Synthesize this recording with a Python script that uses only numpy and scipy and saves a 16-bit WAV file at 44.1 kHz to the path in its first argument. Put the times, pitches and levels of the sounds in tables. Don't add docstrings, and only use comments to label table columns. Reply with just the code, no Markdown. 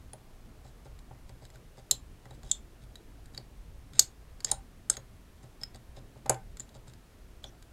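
import sys
import numpy as np
from scipy import signal
from scipy.io import wavfile
from scipy.ndimage import uniform_filter1d

SR = 44100
rng = np.random.default_rng(int(sys.argv[2]) if len(sys.argv) > 2 else 0)


def wrap_up_sound(samples):
    columns = np.atleast_2d(samples).T
    tamed = np.clip(columns, -1, 1)
    steps = np.round(tamed * 32767).astype(np.int16)
    wavfile.write(sys.argv[1], SR, steps)


N = 340452

# pitch_hz, relative_level_db (density per Hz)
AIR_SPECTRUM = [(11, -32), (18, -4), (48, -2), (61, -7), (76, -9), (194, -18.5), (250, -19), (371, -23),
                (427, -23), (492, -26.5), (653, -26.5), (842, -30), (4590, -41), (12400, -45.5),
                (15500, -51)]
# pitch_hz, t60_s
ROOM_DECAY = [(250, 0.22), (700, .2), (1800, 0.24), (4500, 0.14), (7500, .145), (13000, 0.14)]
# pitch_hz, relative_level_db
ROOM_COLOUR = [(450, -0.5), (900, 0), (1800, 1.5), (3500, 3.5), (5000, -1), (7500, -2), (13000, -2)]
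# nominal_delay_s, level_db
NEAR_ECHOES = [(.0014, -8), (.0023, -11), (.0034, -9.5), (.0062, -20.5), (0.0106, -25)]
# pitch_hz, relative_level_db, t60_s
TABLE_MODES = [(123.7, -5, 0.3), (79, -6.5, 0.059), (200, -6, 0.045)]
# pitch_hz, relative_level_db, t60_s
VISE_MODES = [(327.8, -3, 0.047), (405, -5, 0.084), (451.3, -5, 0.17), (560, -2.5, .07), (633, -2, 0.062),
              (706, -8.5, 0.028), (779, 0.5, 0.1), (860, 1, .06), (940, -1, 0.046), (1134, -9, 0.024),
              (1456, -19, .08), (1520, -14, .08)]
# start_s, level_db, centre_hz (where the vise rings most)
JOLTS = [(.134, -54, 626), (1.109, -56, 720), (1.913, -51.5, 460), (3.378, -58, 580), (3.996, -51, 460),
         (4.447, -55.5, 497.4), (4.516, -42, 790), (4.901, -53, 544), (4.971, -55, 480),
         (6.258, -44.5, 730), (6.2948, -29, 710)]
# start_s, length_s, scrape_db (before a trim), push_db
STROKES = [(.634, .07, -66, -62.5), (.843, 0.034, -66.5, -57.5), (1.28, 0.025, -76, -60.5),
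           (1.407, 0.069, -66.5, -61), (1.531, 0.053, -68, -66), (1.765, 0.04, -62, -57),
           (2.243, .025, -71.5, -60), (2.297, 0.067, -68, -57), (2.42, 0.18, -60, -62),
           (2.812, .04, -66, -78), (3.32, .095, -66, -72), (3.93, 0.11, -54, -72),
           (4.455, 0.061, -48.5, -62), (4.905, 0.061, -54, -68), (5.42, 0.026, -63.5, -62.5),
           (5.6, 0.044, -61, -64), (5.735, 0.044, -63.5, -59), (5.955, .042, -59.5, -56.5),
           (6.145, 0.043, -74, -61.5), (6.584, 0.063, -64, -69), (6.739, 0.035, -61, -60),
           (6.86, 0.052, -63, -66.5), (7.428, 0.028, -62, -55.5)]
# start_s, length_s, pitch_hz, level_db
SQUEAK = (7.452, .05, 5900, -64)
# pitch_hz, level_in_band_db (relative), t60_s
LOCK_MODES = [(1222, -5, 0.0079), (1565, -5.5, 0.01), (1879, -4.5, .012), (2220, -6, .007),
              (2750, -7, .007), (3300, -5, 0.01202), (3460, -4.5, .014), (3570, -6.5, .014),
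              (3880, -1, 0.021), (4112, -5, 0.0092), (4400, -8.5, .01), (4600, -1.5, .011),
              (4660, -3.5, 0.011), (5160, -1.5, 0.017), (6660, -6.5, 0.024), (6200, -1.5, .01),
              (6900, -3.5, 0.0099), (7240, 1, .008), (7480, 5.5, .007), (8050, -1, 0.01), (8230, 3.5, .007),
              (8780, 2.5, 0.0059), (9005, 1, 0.01), (9500, -6, .006), (10020, -1.5, .01),
              (10060, -6.5, .007), (11750, -2, .006), (12220, -1, 0.00504), (13200, -3.5, 0.0049),
              (13400, -3.5, 0.0018)]
LOCK_BAND_EDGES = (1100, 3000, 4200, 5900, 8100, 11000, 16000)
# pitch_hz, sharpness_q
LOCK_NULL = (5800, 7.3)
# start_s, level_db, mode_hz (the one that stands out), lift_db
TICKS = [(0.133, -46, 10020, 27), (.9899, -60, 3880, 5), (1.2932, -59, 4600, 4), (1.452, -55.5, 3880, 10),
         (1.5021, -60, 7480, 3), (1.5569, -58.5, 1565, 13), (2.255, -58, 1879, 18), (2.3076, -58, 3880, 12),
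         (2.432, -57, 6600, 10), (2.9557, -48.5, 3880, 14), (3.2576, -59, 8100, 11),
         (3.347, -51.5, 3880, 14), (3.3766, -39, 4526, 23.5), (3.934, -55, 3600, 11),
         (4.4044, -50, 4600, 9), (4.9683, -40.5, 6460, 29), (5.614, -51, 5160, 21),
         (5.634, -34.5, 5160, 22), (5.7462, -56, 4600, 9), (5.7581, -57, 8050, 12),
         (6.2609, -51.5, 6560, 8), (6.344, -50, 7830, 17.5), (6.5702, -52, 7230, 9), (6.597, -40, 7230, 26),
         (6.603, -41, 7140, 28), (6.6911, -61, 3880, 9), (6.8805, -58.5, 7480, 9), (6.9356, -59, 5160, 4),
         (7.441, -42.5, 3460, 23), (7.625, -58, 3900, 1)]
# pitch_hz, relative_level_db
TICK_COLOUR = [(1500, 3), (3000, -1), (5000, -0.5), (7200, -3), (9000, -9.5), (13000, -8)]
# start_s, level_db, tilt_db_per_octave, low_mode_hz, low_lift_db, high_mode_hz, high_lift_db
SNAPS = [(1.9116, -18.5, 1, 4112, 19, 11750, 9), (2.5144, -21.5, -2.5, 3570, 28, 7140, 20),
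         (3.9941, -12, 0, 4600, 7.5, 6620, 6.5), (4.4464, -26.5, -4, 5160, 6.5, 6500, 15),
         (4.5152, -22, -1, 3747, 25, 8990, 21.5), (4.8994, -20.5, 0.5, 1565, 19.5, 8230, 8.5),
         (6.2959, -22, 6, 1222, 8, 10020, 13.5)]
# pitch_hz, relative_level_db
SNAP_COLOUR = [(1500, -21), (2700, -20), (3800, -12.5), (4700, -5), (7200, 2.5), (9000, -13), (13000, -16)]


def amp(db):
    return 10 ** (np.asarray(db) / 20)


def evened(x):
    return x / np.sqrt(np.mean(x ** 2) + 1e-20)


def sized(x, db, size):
    return amp(db) * x / np.sqrt(np.mean(x[:size] ** 2) + 1e-20)


def read(points, hz):
    point_hz, value = np.transpose(points)
    return np.interp(np.log(hz + 1), np.log(point_hz + 1), value)


def add(mix, start_s, sound):
    part = mix[max(round(start_s * SR), 0):][:len(sound)]
    part += sound[:len(part)]


def dying_noise(size, t60_s):
    t = np.arange(size) / SR
    return rng.standard_normal(size) * amp(-60 * t / t60_s)


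def ringing(modes, rise_s, size, scatter=1):
    hz, db, t60_s = np.transpose(modes)[:, :, None]
    t = np.arange(size) / SR
    turns = hz * (t - rise_s) + scatter * rng.random(hz.shape)
    swell = 1 - np.exp(-(t / rise_s) ** 2)
    return amp(db - 60 * t / t60_s) * np.sin(2 * np.pi * turns) * swell


def air(noise_db=-51.5, hum_hz=49, hum_db=-63.5, patchy_db=2, patchy_below_hz=1200):
    hz, frames = np.fft.rfftfreq(4096, 1 / SR), N // 1024 + 6
    real, imag, patches = rng.standard_normal((frames, len(hz), 3)).T
    patches = uniform_filter1d(patches, size=24, axis=0)
    patches = evened(uniform_filter1d(patches, size=5, axis=1))
    patch_depth_db = patchy_db / (1 + (hz[:, None] / patchy_below_hz) ** 2)
    field_db = read(AIR_SPECTRUM, hz)[:, None] + patch_depth_db * patches
    spectrum = (real + 1j * imag) * amp(field_db)
    noise = signal.istft(spectrum, nperseg=4096, noverlap=3072)[1][:N]
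    hum = np.sin(2 * np.pi * hum_hz * np.arange(N) / SR)
    return amp(noise_db) * evened(noise) + amp(hum_db) * evened(hum)


def room(x, onset_s=0.0044):
    hz, t, z = signal.stft(rng.standard_normal(SR // 2), SR, nperseg=256)
    decay_db = read(ROOM_COLOUR, hz)[:, None] - 60 * t / read(ROOM_DECAY, hz)[:, None]
    tail = signal.istft(z * amp(decay_db), SR, nperseg=256)[1]
    tail *= 1 - np.exp(-(np.arange(len(tail)) / SR / onset_s) ** 2)
    return signal.fftconvolve(x, tail / np.linalg.norm(tail))[:N]


def reflected(x, wander=.12):
    out = x.copy()
    for delay_s, db in NEAR_ECHOES:
        lag = max(round(delay_s * SR * (1 + wander * rng.uniform(-1, 1))), 1)
        out[..., lag:] += amp(db) * x[..., :-lag]
    return out


def table_thump(jolt_db, rise_s=0.004, weight_db=-55, share_db=-9.5):
    thump_db = 20 * np.log10(np.hypot(amp(weight_db), amp(jolt_db + share_db)))
    return sized(ringing(TABLE_MODES, rise_s, size=12000).sum(0), thump_db, size=1764)


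def knocks(rise_s=0.0035, focus_db=9, focus_width_hz=200, rattle_db=-5, rattle_t60_s=.08):
    out, hz = np.zeros(N), np.transpose(VISE_MODES)[0]
    jaws = signal.butter(2, (230, 1100), "band", fs=SR, output="sos")
    push_lag_s, push_hz = .013, 590
    pushes = [(start_s + push_lag_s, push_db, push_hz) for start_s, _, _, push_db in STROKES]
    for start_s, jolt_db, centre_hz in list(JOLTS) + pushes:
        focus = amp(focus_db * np.exp(-((hz - centre_hz) / focus_width_hz) ** 2))
        vise = focus @ ringing(VISE_MODES, rise_s, size=12000)
        rattle = signal.sosfilt(jaws, dying_noise(len(vise), rattle_t60_s))
        jolt = evened(vise) + amp(rattle_db) * evened(rattle)
        add(out, start_s, sized(jolt, jolt_db, size=1764))
        add(out, start_s, table_thump(jolt_db))
    return out


def scrapes(slips_per_s=1000, spread_db=4, dull_hz=8500, vise_db=-12, trim_db=-1):
    out, hz = np.zeros(N), np.transpose(LOCK_MODES)[0]
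    for start_s, length_s, db, _ in STROKES:
        n = max(round(length_s * SR), 64)
        sizes = amp(spread_db * np.minimum(rng.exponential(1, n), 4))
        happens = rng.random(n) < slips_per_s / SR
        slips = happens * rng.choice([-1, 1], n) * sizes * signal.windows.tukey(n, .5)
        dulling = 1 / (1 + (hz / dull_hz) ** 4)
        lock = dulling @ ringing(LOCK_MODES, .0001, size=4096)
        vise = amp(vise_db) * ringing(VISE_MODES, 0.0023, size=4096).sum(0)
        add(out, start_s, sized(signal.fftconvolve(slips, lock + vise), db + trim_db, size=n))
    return out


def squeak(width_hz=350):
    out = np.zeros(N)
    start_s, length_s, hz, db = SQUEAK
    n = round(length_s * SR)
    whistle = signal.lfilter(*signal.iirpeak(hz, hz / width_hz, fs=SR), rng.standard_normal(n))
    add(out, start_s, amp(db) * evened(whistle * signal.windows.tukey(n, .5)))
    return out


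def radiated(parts):
    null = signal.iirnotch(*LOCK_NULL, fs=SR)
    edge_pairs = zip(LOCK_BAND_EDGES, LOCK_BAND_EDGES[1:])
    bands = [signal.butter(2, edges, "band", fs=SR) for edges in edge_pairs]
    return signal.lfilter(*null, [signal.lfilter(*band, part) for band, part in zip(bands, parts)])


def favour(mode_hz, lift_db, width=0.04):
    return lift_db * np.exp(-((np.transpose(LOCK_MODES)[0] / mode_hz - 1) / width) ** 2)


def struck(colour, extra_db, rise_s, scatter, chatter_db, chatter_t60_s):
    hz, mode_db, _ = np.transpose(LOCK_MODES)
    band = np.clip(np.searchsorted(LOCK_BAND_EDGES, hz) - 1, 0, len(LOCK_BAND_EDGES) - 2)
    share_db = read(colour, hz) + extra_db
    power = np.bincount(band, amp(mode_db + share_db) ** 2)
    band_db = 10 * np.log10(power / power.sum())
    chatter = dying_noise(512, chatter_t60_s)
    blow = np.arange(512) == 0
    force = blow + amp(chatter_db) * chatter / np.linalg.norm(chatter)
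    modes = amp(share_db)[:, None] * ringing(LOCK_MODES, rise_s, size=2048, scatter=scatter)
    parts = np.array([modes[band == k].sum(0) for k in range(len(power))])
    parts = reflected(radiated(signal.fftconvolve(parts, force[None], axes=1)))
    return sum(sized(part, db, size=441) for part, db in zip(parts, band_db))


def ticks(rise_s=.0003, scatter=0.27, chatter_db=-9, chatter_t60_s=.012):
    out = np.zeros(N)
    for start_s, db, mode_hz, lift_db in TICKS:
        lift = favour(mode_hz, lift_db)
        tap = struck(TICK_COLOUR, lift, rise_s, scatter, chatter_db, chatter_t60_s)
        add(out, start_s, amp(db) * tap)
    return out


def crack(snap_db, full_scale_db=11, growth=2.8, t60_s=0.016):
    band = signal.butter(4, (4200, 14000), "band", fs=SR)
    burst = signal.lfilter(*band, dying_noise(1024, t60_s))
    return sized(burst, full_scale_db + growth * snap_db, size=441)


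def snaps(rise_s=.00014, scatter=.23, chatter_db=-10, chatter_t60_s=.008, slip_lead_s=.0016, slip_db=-17.5):
    out, hz = np.zeros(N), np.transpose(LOCK_MODES)[0]
    for start_s, db, tilt_db, low_hz, low_db, high_hz, high_db in SNAPS:
        extra_db = tilt_db * np.log2(hz) + favour(low_hz, low_db) + favour(high_hz, high_db)
        for when_s, level_db in ((start_s - slip_lead_s, db + slip_db), (start_s, db)):
            blow = struck(SNAP_COLOUR, extra_db, rise_s, scatter, chatter_db, chatter_t60_s)
            add(out, when_s, amp(level_db) * blow)
        add(out, start_s, crack(db))
    return out


def scene(lock_room_db=-15, vise_room_db=-9):
    lock = snaps() + ticks() + scrapes() + squeak()
    vise = knocks()
    tail = room(amp(lock_room_db) * lock + amp(vise_room_db) * vise)
    return (lock + vise + tail + air())[None]


def record(dry, limit=.85, edge_hz=15900):
    held = np.clip(dry, -limit, limit)
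    lowpass = signal.firwin(301, edge_hz, window=("kaiser", 8), fs=SR)
    return signal.oaconvolve(held, lowpass[None], "same")


dry = scene()
out = record(dry)
wrap_up_sound(out)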